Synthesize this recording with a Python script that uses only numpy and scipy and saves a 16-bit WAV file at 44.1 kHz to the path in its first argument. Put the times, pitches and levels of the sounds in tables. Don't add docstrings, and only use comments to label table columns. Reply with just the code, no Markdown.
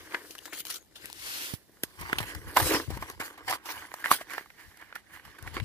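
import sys
import numpy as np
from scipy import signal
from scipy.fft import rfft, irfft, next_fast_len
from scipy.io import wavfile
from scipy.ndimage import uniform_filter1d, map_coordinates

SR = 44100
rng = np.random.default_rng(int(sys.argv[2]) if len(sys.argv) > 2 else 0)


def wrap_up_sound(samples):
    columns = np.atleast_2d(samples).T
    tamed = np.clip(columns, -1, 1)
    steps = np.round(tamed * 32767).astype(np.int16)
    wavfile.write(sys.argv[1], SR, steps)


def gain_from_decibels(decibels):
    exponent = np.asarray(decibels, float) / 20
    return 10 ** exponent


N = 248883


def unit(x):
    return x / np.sqrt(np.mean(x ** 2) + 1e-20)


def along(points, hz):
    f, v = np.transpose(points)
    return np.interp(np.log(hz + 1), np.log(f + 1), v)


def curves(rows, t=None):
    s, *columns = np.transpose(rows)
    moments = np.arange(N) / SR if t is None else t
    return [np.interp(moments, s, column) for column in columns]


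def wobble(rate):
    knots = rng.standard_normal(int(N * rate / SR) + 4)
    return map_coordinates(knots, [np.arange(N) * rate / SR])


def filtered(x, response):
    m = next_fast_len(x.shape[-1] + 8192)
    return irfft(rfft(x, m) * response(np.fft.rfftfreq(m, 1 / SR)), m)[..., :x.shape[-1]]


def coloured(spectrum):
    return lambda hz: gain_from_decibels(along(spectrum, hz))


def resonant(modes):
    def response(f):
        total = 0
        for k, (centre, width, db) in enumerate(modes):
            mode = 1j * f * width / (centre * centre - f * f + 1j * f * width)
            total = total + (-1) ** k * gain_from_decibels(db) * mode
        return total
    return response


def swells(s, rise, hold, fall, peak_db, rest_db):
    fade_db = 20
    t = np.arange(0, N + 32, 32) / SR
    before = (s[:, None] - t) / rise[:, None]
    after = (t - (s + hold)[:, None]) / fall[:, None]
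    away = np.clip(np.maximum(before, after), 0, 10)
    power = np.sum(gain_from_decibels(peak_db[:, None] - fade_db * away) ** 2, axis=0)
    return 10 * np.log10(np.interp(np.arange(N) / SR, t, power) + gain_from_decibels(rest_db) ** 2)


# (t/s, level/dB of faint rubbing between strokes, tilt of the hiss/dB per octave,
# f/Hz of the bent panel, drumming level/dB at the pivot creak, coarseness of the contact: 1 = usual)
HOLD = [(0, -54, -2.5, 1510, -60.5, .7), (.3, -61, 0.5, 1300, -56, 0.51), (.5, -62, 0.5, 1900, -61, 1.37),
        (.63, -61.5, 1, 2000, -61.5, 1.47), (.85, -83, -1, 1700, -62.5, 1.7),
        (1.2, -87, -2, 1900, -64.5, 0.26), (1.5, -80, -2, 1810, -60.5, 0.36),
        (1.7, -70, 3, 1480, -61.5, 0.9), (2.05, -56.5, -3, 1140, -64.5, 1.04),
        (2.3, -59, -1.5, 1620, -60, 1.47), (2.58, -64, 3, 970, -53.5, 1.07),
        (2.72, -66, -0.5, 1340, -45, 1.43), (2.95, -77, -1.5, 1000, -60, 0.81),
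        (3.25, -66, -1.5, 1330, -61.5, 1.1), (3.6, -70, -1.5, 1110, -64.5, 1.23),
        (4.0, -67, 1, 1530, -66.5, 1.23), (4.13, -70, -2, 1300, -61.5, 1.3),
        (4.6, -65, -0.5, 1816, -68, 0.54), (5.1, -81, -0.5, 1560, -69, 0.8),
        (5.64, -55, -6.5, 1160, -56, 1.16)]


def grip(t=None):
    return curves(HOLD, t)


def friction(grains, spread_db, grit):
    *_, coarseness = grip()
    slips = (rng.random(N) < grains / SR) * gain_from_decibels(spread_db * rng.standard_normal(N))
    return rng.standard_normal((2, N)) * np.sqrt(1 + (grit * coarseness * unit(slips)) ** 2)


def shifting(x, gain_db, patchy_db, size):
    hz, t, z = signal.stft(x, SR, nperseg=256)
    *_, coarseness = grip(t)
    field = rng.standard_normal(z.shape[1:])
    field = uniform_filter1d(uniform_filter1d(field, size[0], 0), size[1], 1)
    gain = gain_from_decibels(gain_db(hz[:, None] + 1, t) + patchy_db * coarseness * unit(field))
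    power = np.mean(np.abs(z) ** 2, axis=(0, 2))[:, None]
    gain /= np.sqrt(np.sum(power * gain ** 2, axis=0) / power.sum())
    return unit(signal.istft(z * gain, SR, nperseg=256)[1][:, :N])


# (f/Hz, relative level/dB per Hz)
GLOSS_COLOUR = [(880, -21), (1500, -6), (1710, -41), (2050, -9), (2790, -1.5), (3730, -4), (4470, -1.5),
                (7310, -6.5), (11200, -2.5), (15200, -6.5), (16000, -62), (16500, -75)]
# (t/s at full force, rise/s, hold/s, fall/s, hiss level/dB, creak level/dB); rise and fall span 20 dB
HAND_STROKES = [(0.142, .06, .002, 0.13, -49, -40), (0.318, 0.24, .002, 0.085, -50, -75),
                (0.46, .1, .002, 0.059, -50, -62.5), (0.527, 0.023, .002, .1, -50, -51),
                (0.57, 0.044, 0.037, 0.021, -40, -59), (0.66, 0.0087, .002, 0.14, -42, -53.5),
                (0.709, 0.069, 0.057, 0.035, -43, -57.5), (0.958, 0.012, .002, .06, -50.5, -71),
                (1.061, 0.13, .002, 0.092, -48, -51), (1.275, 0.18, .19, 0.1, -37, -44.5),
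                (1.5, .1, 0.048, 0.026, -44.5, -53.5), (1.842, 0.013, .002, 0.022, -41, -52),
                (1.89, 0.067, .002, 0.049, -68, -60), (1.994, 0.022, 0.17, 0.17, -52, -43.5),
                (2.21, 0.058, .002, 0.18, -42.5, -43.5), (2.303, 0.11, .002, 0.15, -49, -42.5),
                (2.497, 0.077, 0.015, 0.12, -49, -43.5), (2.566, 0.0091, 0.01, 0.05, -30.5, -22.5),
                (2.59, 0.039, 0.16, 0.1, -30.5, -41.5), (2.747, 0.13, .002, 0.077, -41, -28),
                (2.904, 0.018, 0.066, 0.021, -51, -47.5), (3.015, 0.029, .002, 0.076, -48.5, -45),
                (3.105, .21, .002, 0.087, -51.5, -46), (3.203, 0.0063, 0.012, 0.025, -41.5, -31),
                (3.236, 0.033, 0.026, 0.053, -44.5, -43), (3.33, 0.11, .002, 0.047, -57, -50),
                (3.391, 0.044, .002, 0.11, -61.5, -50), (3.484, 0.026, 0.066, 0.023, -37.5, -35.5),
                (3.657, 0.0084, .002, 0.18, -42, -43), (3.696, 0.05, .002, 0.17, -42.5, -41.5),
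                (3.838, .3, .002, 0.041, -72, -42.5), (3.986, .3, 0.041, 0.023, -54.5, -50),
                (4.048, 0.006, 0.017, 0.062, -42.5, -34.5), (4.06, 0.035, .03, .05, -45, -46),
                (4.115, 0.02, 0.021, 0.044, -27.5, -33.5), (4.215, 0.068, 0.0018, 0.026, -46.5, -41.5),
                (4.314, 0.059, 0.064, 0.092, -49, -44), (4.599, 0.044, 0.0023, 0.31, -57, -52.5),
                (4.795, 0.041, 0.0088, 0.33, -63.5, -53), (4.953, 0.0062, .002, 0.054, -51, -43.5),
                (5.151, .08, .002, 0.092, -53, -47), (5.248, 0.027, .002, 0.32, -58, -51.5),
                (5.471, 0.12, .002, 0.13, -54.5, -51), (5.567, 0.049, .002, 0.049, -46, -40)]


def slide():
    s, rise, hold, fall, hiss_db, _ = np.transpose(HAND_STROKES)
    rest_db, _, _, _, coarseness = grip()

    def tilt_db(hz, t):
        return grip(t)[1] * np.log2(np.clip(hz, 2500, None) / 6500)

    hiss = filtered(friction(grains=970, spread_db=2.5, grit=0.48), coloured(GLOSS_COLOUR))
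    hiss = shifting(hiss, tilt_db, patchy_db=3.0, size=(3, 22))
    unsteady_db = coarseness * (1.05 * wobble(60) + 0.93 * wobble(200))
    return gain_from_decibels(swells(s, rise, hold, fall, hiss_db, rest_db) + unsteady_db) * hiss


# (f/Hz, width/Hz, relative level/dB)
CARD_MODES = [(970, 435, -6.5), (1300, 405, -2.5), (1700, 1013, 1), (2130, 1500, -2.5), (2780, 280, -10)]
# (f/Hz, width/Hz, relative level/dB)
HOLLOW_MODES = [(303.7, 52, -0.5), (510, 246, -5.5)]


def bend():
    s, rise, hold, fall, _, peak_db = np.transpose(HAND_STROKES)
    rest_db, _, _, hollow_db, _ = grip()
    creak_db = swells(s, rise, hold, fall, peak_db, rest_db)
    drum_db = hollow_db + 0.61 * (creak_db + 57)

    def panel_db(hz, t):
        return 6 * np.exp(-(np.log2(hz / grip(t)[2]) / 0.58) ** 2)

    force = friction(grains=350, spread_db=4.5, grit=0.68) * gain_from_decibels(2.27 * wobble(70))
    creak = filtered(force, resonant(CARD_MODES))
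    creak = filtered(creak, lambda f: 1 / (1 + (450 / (f + 1)) ** 4))
    creak = shifting(creak, panel_db, patchy_db=3.0, size=(2, 6))
    drum = unit(filtered(force, lambda f: resonant(HOLLOW_MODES)(f) / (1 + (f / 700) ** 4)))
    return gain_from_decibels(creak_db) * creak + gain_from_decibels(drum_db) * drum


# (t/s, ring peak level/dB, dent f/Hz, crack peak level/dB, t60/s, used up to 0.07)
PLASTIC_SNAPS = [(0.1213, -29.5, 2000, -55, .019), (0.1445, -14, 1730, -35, 0.029),
                 (0.3073, -66, 3430, -31, 0.026), (.351, -35, 1230, -33, 0.027),
                 (0.3814, -39, 3080, -34, .019), (.388, -32.5, 2960, -29.5, .017),
                 (0.4554, -34.5, 1460, -22, 0.011), (0.46, -51, 1430, -21, 0.0091),
                 (0.4754, -37, 1120, -46, 0.038), (0.5305, -31.5, 2360, -31, 0.062),
                 (0.6043, -52, 2260, -21, 0.015), (.6519, -31.5, 3370, -22.5, 0.013),
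                 (0.7004, -34.5, 1800, -23, 0.079), (0.9554, -36, 3500, -44, 0.077),
                 (1.0418, -36.5, 1870, -53, 0.038), (1.0571, -42, 2830, -16, .0083),
                 (1.1, -40, 950, -24, 0.0088), (1.1287, -44, 940, -16.5, 0.0056),
                 (1.5377, -38.5, 1080, -25.5, 0.022), (1.8342, -21.5, 1700, -8.5, 0.019),
                 (2.0108, -42, 1800, -30.5, 0.038), (2.1291, -11, 1600, -20, .016),
                 (2.184, -13, 3000, -21, 0.032), (2.2022, -21.5, 1140, -31, 0.044),
                 (2.3485, -28, 1180, -27, .026), (2.5655, -11, 990, -22, 0.015),
                 (2.5691, -5.5, 980, -9, .021), (2.5982, -12.5, 960, -19.5, 0.05),
                 (2.626, -20, 1000, -21, .03), (2.745, -18, 1850, -37, 0.031),
                 (2.903, -34, 756, -34, 0.054), (2.971, -31, 1010, -35, 0.041),
                 (3.0229, -24, 1130, -35, 0.048), (3.0998, -35, 1120, -19, 0.0093),
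                 (3.198, -29, 1530, -31, 0.09), (3.375, -39.5, 880, -44, 0.061),
                 (3.4804, -26.5, 970, -28, 0.029), (3.4952, -19.5, 780, -25, 0.081),
                 (3.507, -22, 1030, -19, 0.038), (3.526, -16.5, 1060, -20, 0.013),
                 (3.5345, -19, 1070, -37, 0.014), (3.551, -30, 1010, -35, 0.042),
                 (3.5725, -40, 990, -43, 0.012), (3.6546, -47, 1050, -36.5, 0.087),
                 (3.6865, -28, 1070, -43, 0.035), (3.703, -29, 2080, -48, 0.024),
                 (3.823, -33, 1520, -54, 0.014), (3.9397, -24.5, 1120, -23, 0.017),
                 (4.0016, -40, 980, -41, 0.029), (4.0415, -17.5, 1820, -33, 0.019),
                 (4.0522, -26, 1930, -42, 0.014), (4.058, -13, 1950, -27, 0.017),
                 (4.1057, -20.5, 1100, -36, 0.054), (4.114, -3.5, 1130, -10, 0.014),
                 (4.124, -18, 1130, -35, 0.019), (4.132, -26, 1310, -29, 0.05),
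                 (4.2113, -29, 615, -36, 0.021), (4.304, -33.5, 1550, -35, 0.029),
                 (4.319, -29.5, 1550, -46, 0.026), (4.334, -25.5, 1470, -30, 0.031),
                 (4.38, -20, 1500, -28.5, 0.014), (4.409, -40, 1500, -51, 0.019),
                 (4.459, -41.5, 1110, -54, .015), (4.502, -36, 1700, -48, 0.018),
                 (4.7722, -45, 1550, -35.5, 0.016), (4.812, -40.5, 1590, -45, 0.038),
                 (4.9256, -32, 1560, -56, 0.014), (4.9534, -28.5, 1730, -36.5, 0.035),
                 (4.9608, -26, 1590, -33, 0.011), (5.196, -40, 1580, -54, 0.016),
                 (5.2511, -37.5, 1260, -38, 0.023), (5.278, -44, 900, -50, .02),
                 (5.3845, -38.5, 1550, -42.5, 0.041), (5.4255, -45, 800, -30.5, 0.017),
                 (5.4608, -38, 824, -58, 0.069), (5.474, -27, 1930, -39.5, 0.031),
                 (5.5406, -39, 1770, -36.5, 0.037), (5.5673, -15.5, 1285, -32, 0.01),
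                 (5.5994, -23, 2110, -34, 0.019)]
# (f/Hz, width/Hz, relative level/dB)
THUD_MODES = [(110, 110, -2), (358, 285, 10.5)]
# (t/s, thud peak level/dB, as sent to the ports)
PACK_JOLTS = [(0.305, -46), (0.6038, -50), (1.0433, -44.5), (1.6949, -50.5), (1.8356, -25.5), (2.0133, -44),
              (2.1291, -22.5), (2.2033, -28.5), (2.3475, -47), (2.7463, -21.5), (2.878, -40), (2.904, -29),
              (2.9697, -33), (3.0228, -41), (3.1005, -39), (3.201, -31), (4.113, -25.5), (4.41, -44),
              (5.542, -46), (5.5683, -29)]


def snaps():
    out, t = np.zeros((2, N + SR)), np.arange(SR // 16) / SR
    thud_under_ring_db = 28
    kick, kick_t60_s = 3.26, 0.017

    def peak(x):
        return x / np.abs(x).max()

    for s, ring_db, dent_hz, crack_db, t60 in PLASTIC_SNAPS:
        t60 = np.clip(t60, 0.002, 0.07)
        shape = (1 - np.exp(-35 * t / t60)) * gain_from_decibels(-60 * t / t60)
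        shove = rng.standard_normal((2, 2, len(t))) * shape
        shove[:, 0, shape.argmax()] += kick * kick_t60_s / t60
        dent = resonant([(dent_hz, 0.25 * dent_hz, 5)])
        ring = filtered(shove[0], lambda f: (dent(f) + resonant(CARD_MODES)(f)) / (1 + 1j * f / 4000) ** 2)
        crack = filtered(shove[1], coloured(GLOSS_COLOUR))
        out[:, round(s * SR):][:, :len(t)] += gain_from_decibels(ring_db) * peak(ring) + gain_from_decibels(crack_db) * peak(crack)

    push = t / 0.0006 * np.exp(-t / 0.00027)
    thud = peak(filtered(push, resonant(THUD_MODES)))
    small_pushes = [(s, ring_db - thud_under_ring_db) for s, ring_db, *_ in PLASTIC_SNAPS]
    for s, thud_db in PACK_JOLTS + small_pushes:
        out[0, round(s * SR):][:len(t)] += gain_from_decibels(thud_db) * thud
    return out[:, :N]


# (t/s, left-right level/dB of the treble, left-right level/dB of the mids, left port lag/ms)
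HAND_PLACES = [(0, 2.5, -2.5, 0.12), (.5, 2, 3.5, 0.041), (.9, -3.5, 3, 0.089), (1.1, 6, 3, 0.19),
               (1.45, -4, 0.5, 0.26), (1.55, -10, -4.5, 0.2), (1.8, -10, -0.5, -0.093),
               (2.05, -9.5, -3, -0.23), (2.6, -1, -5, -0.075), (3.1, -1, -2, -0.17),
               (3.6, -2.5, -4.5, -0.14), (4.1, -2.5, -4, -0.082), (4.6, -3, -6, -0.074),
               (5, -4, -6, -0.089), (5.64, -3.5, -5, -0.082)]
# (f/Hz, left-right likeness, 1 = the same)
PORT_LIKENESS = [(100, 1), (400, 0.95), (1500, 0.78), (3000, 0.34), (6000, 0.063), (12000, 0.19)]
# (f/Hz, left-right level/dB, added to that of the hands)
BODY_SHADE = [(60, 0), (150, -4), (380, 7.5), (950, 1.5), (2380, -0.5), (5980, 4.5), (15000, -2)]


def ports(pair):
    hz, t, (shared, opposed) = signal.stft(pair, SR, nperseg=128)
    f = hz[:, None]
    treble_db, mids_db, lag_ms = curves(HAND_PLACES, t)
    pan_db = treble_db + (mids_db - treble_db) / (1 + (f / 5700) ** 4)
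    turn = np.arccos(np.clip(along(PORT_LIKENESS, hz), -1, 1))[:, None] / 2
    half = gain_from_decibels((along(BODY_SHADE, hz)[:, None] + pan_db) / 2) * np.exp(-1j * np.pi * f * lag_ms / 1000)
    left = (np.cos(turn) * shared + np.sin(turn) * opposed) * half
    right = (np.cos(turn) * shared - np.sin(turn) * opposed) / half
    return signal.istft(np.array([left, right]), SR, nperseg=128)[1][:, :N]


def tap():
    start_s, t60_s = 1.537, 0.032
    right_db, left_db = -18, -18 - 23
    end_hz, sag, sag_s = 90, 2.1, 0.0022
    t = np.clip(np.arange(N) / SR - start_s, 0, None)
    hz = end_hz * (1 + sag * np.exp(-t / sag_s)) * (t > 0)
    push = gain_from_decibels(-60 * t / t60_s) * np.sin(2 * np.pi * np.cumsum(hz) / SR)
    return gain_from_decibels([[left_db], [right_db]]) * push


# (t/s, level/dB at the nearer port, rise/s, fall/s, left-right level/dB);
# rise and fall span 20 dB
PORT_GUSTS = [(0, -59, .1, 0.2, 0), (1.04, -56, 0.077, 0.16, 10), (1.25, -58, .3, .3, -2),
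              (1.88, -57, .1, 0.099, -6), (2.0, -36, 0.018, 0.13, 19), (2.04, -34, 0.049, 0.035, 16),
              (2.21, -31, 0.093, 0.11, 13), (2.361, -32, 0.025, 0.072, 9), (2.48, -38.5, 0.071, .055, -2),
              (2.63, -27, 0.061, 0.096, 18), (2.77, -39, .12, 0.14, 2), (2.883, -21.5, .008, 0.076, 21),
              (3.0, -34.5, 0.12, .06, 7), (3.17, -47, 0.11, .08, -9), (3.22, -51, .08, .08, 3),
              (3.5, -44, .08, 0.076, -8), (3.77, -58, .15, 0.17, 0), (4.13, -56, 0.078, .06, 1),
              (4.68, -49.5, 0.049, 0.034, 25), (5.125, -51, 0.013, .11, 13), (5.255, -43, .015, 0.085, 30),
              (5.431, -37.5, 0.023, .1, 17), (5.455, -38, .03, 0.11, 16), (5.56, -29, 0.049, 0.043, 21),
              (5.625, -23.5, .035, 0.23, 33)]
# (f/Hz, relative level/dB per Hz)
RUMBLE_COLOUR = [(15, -40), (25, -15), (48, 6), (86, 7.5), (194, -8), (220, -13.5), (290, -24), (480, -120)]


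def buffet():
    s, peak_db, rise, fall, pan_db = np.transpose(PORT_GUSTS)
    calm_db = -73
    level_db = []
    for side in (1, -1):
        port_db = peak_db + np.minimum(side * pan_db, 0)
        level_db.append(swells(s, rise, 0 * s, fall, port_db, calm_db))
    lumps = gain_from_decibels(1.7 * np.array([wobble(12), wobble(4.7)]))
    low = unit(lumps * filtered(rng.standard_normal((2, N)), coloured(RUMBLE_COLOUR)))
    return gain_from_decibels(np.array(level_db)) * low


# (f/Hz, relative level/dB per Hz)
AIR_COLOUR = [(18, -38), (30, 19), (91, 12), (217, 12.5), (314, 2.5), (771, 5), (1840, -13.5), (3750, -2),
              (12300, -11.5), (15200, -22), (16500, -67)]


def air():
    return gain_from_decibels(-65) * unit(filtered(rng.standard_normal((2, N)), coloured(AIR_COLOUR)))


def scene():
    pack = slide() + bend() + snaps()
    return ports(pack) + tap() + buffet() + air()


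def band_limit(x):
    return signal.sosfilt(signal.butter(12, 16610, fs=SR, output="sos"), x)


def record(dry):
    heard = filtered(dry, lambda f: (1j * f / (32 + 1j * f)) ** 2)
    return band_limit(heard)


dry = scene()
out = record(dry)
wrap_up_sound(out)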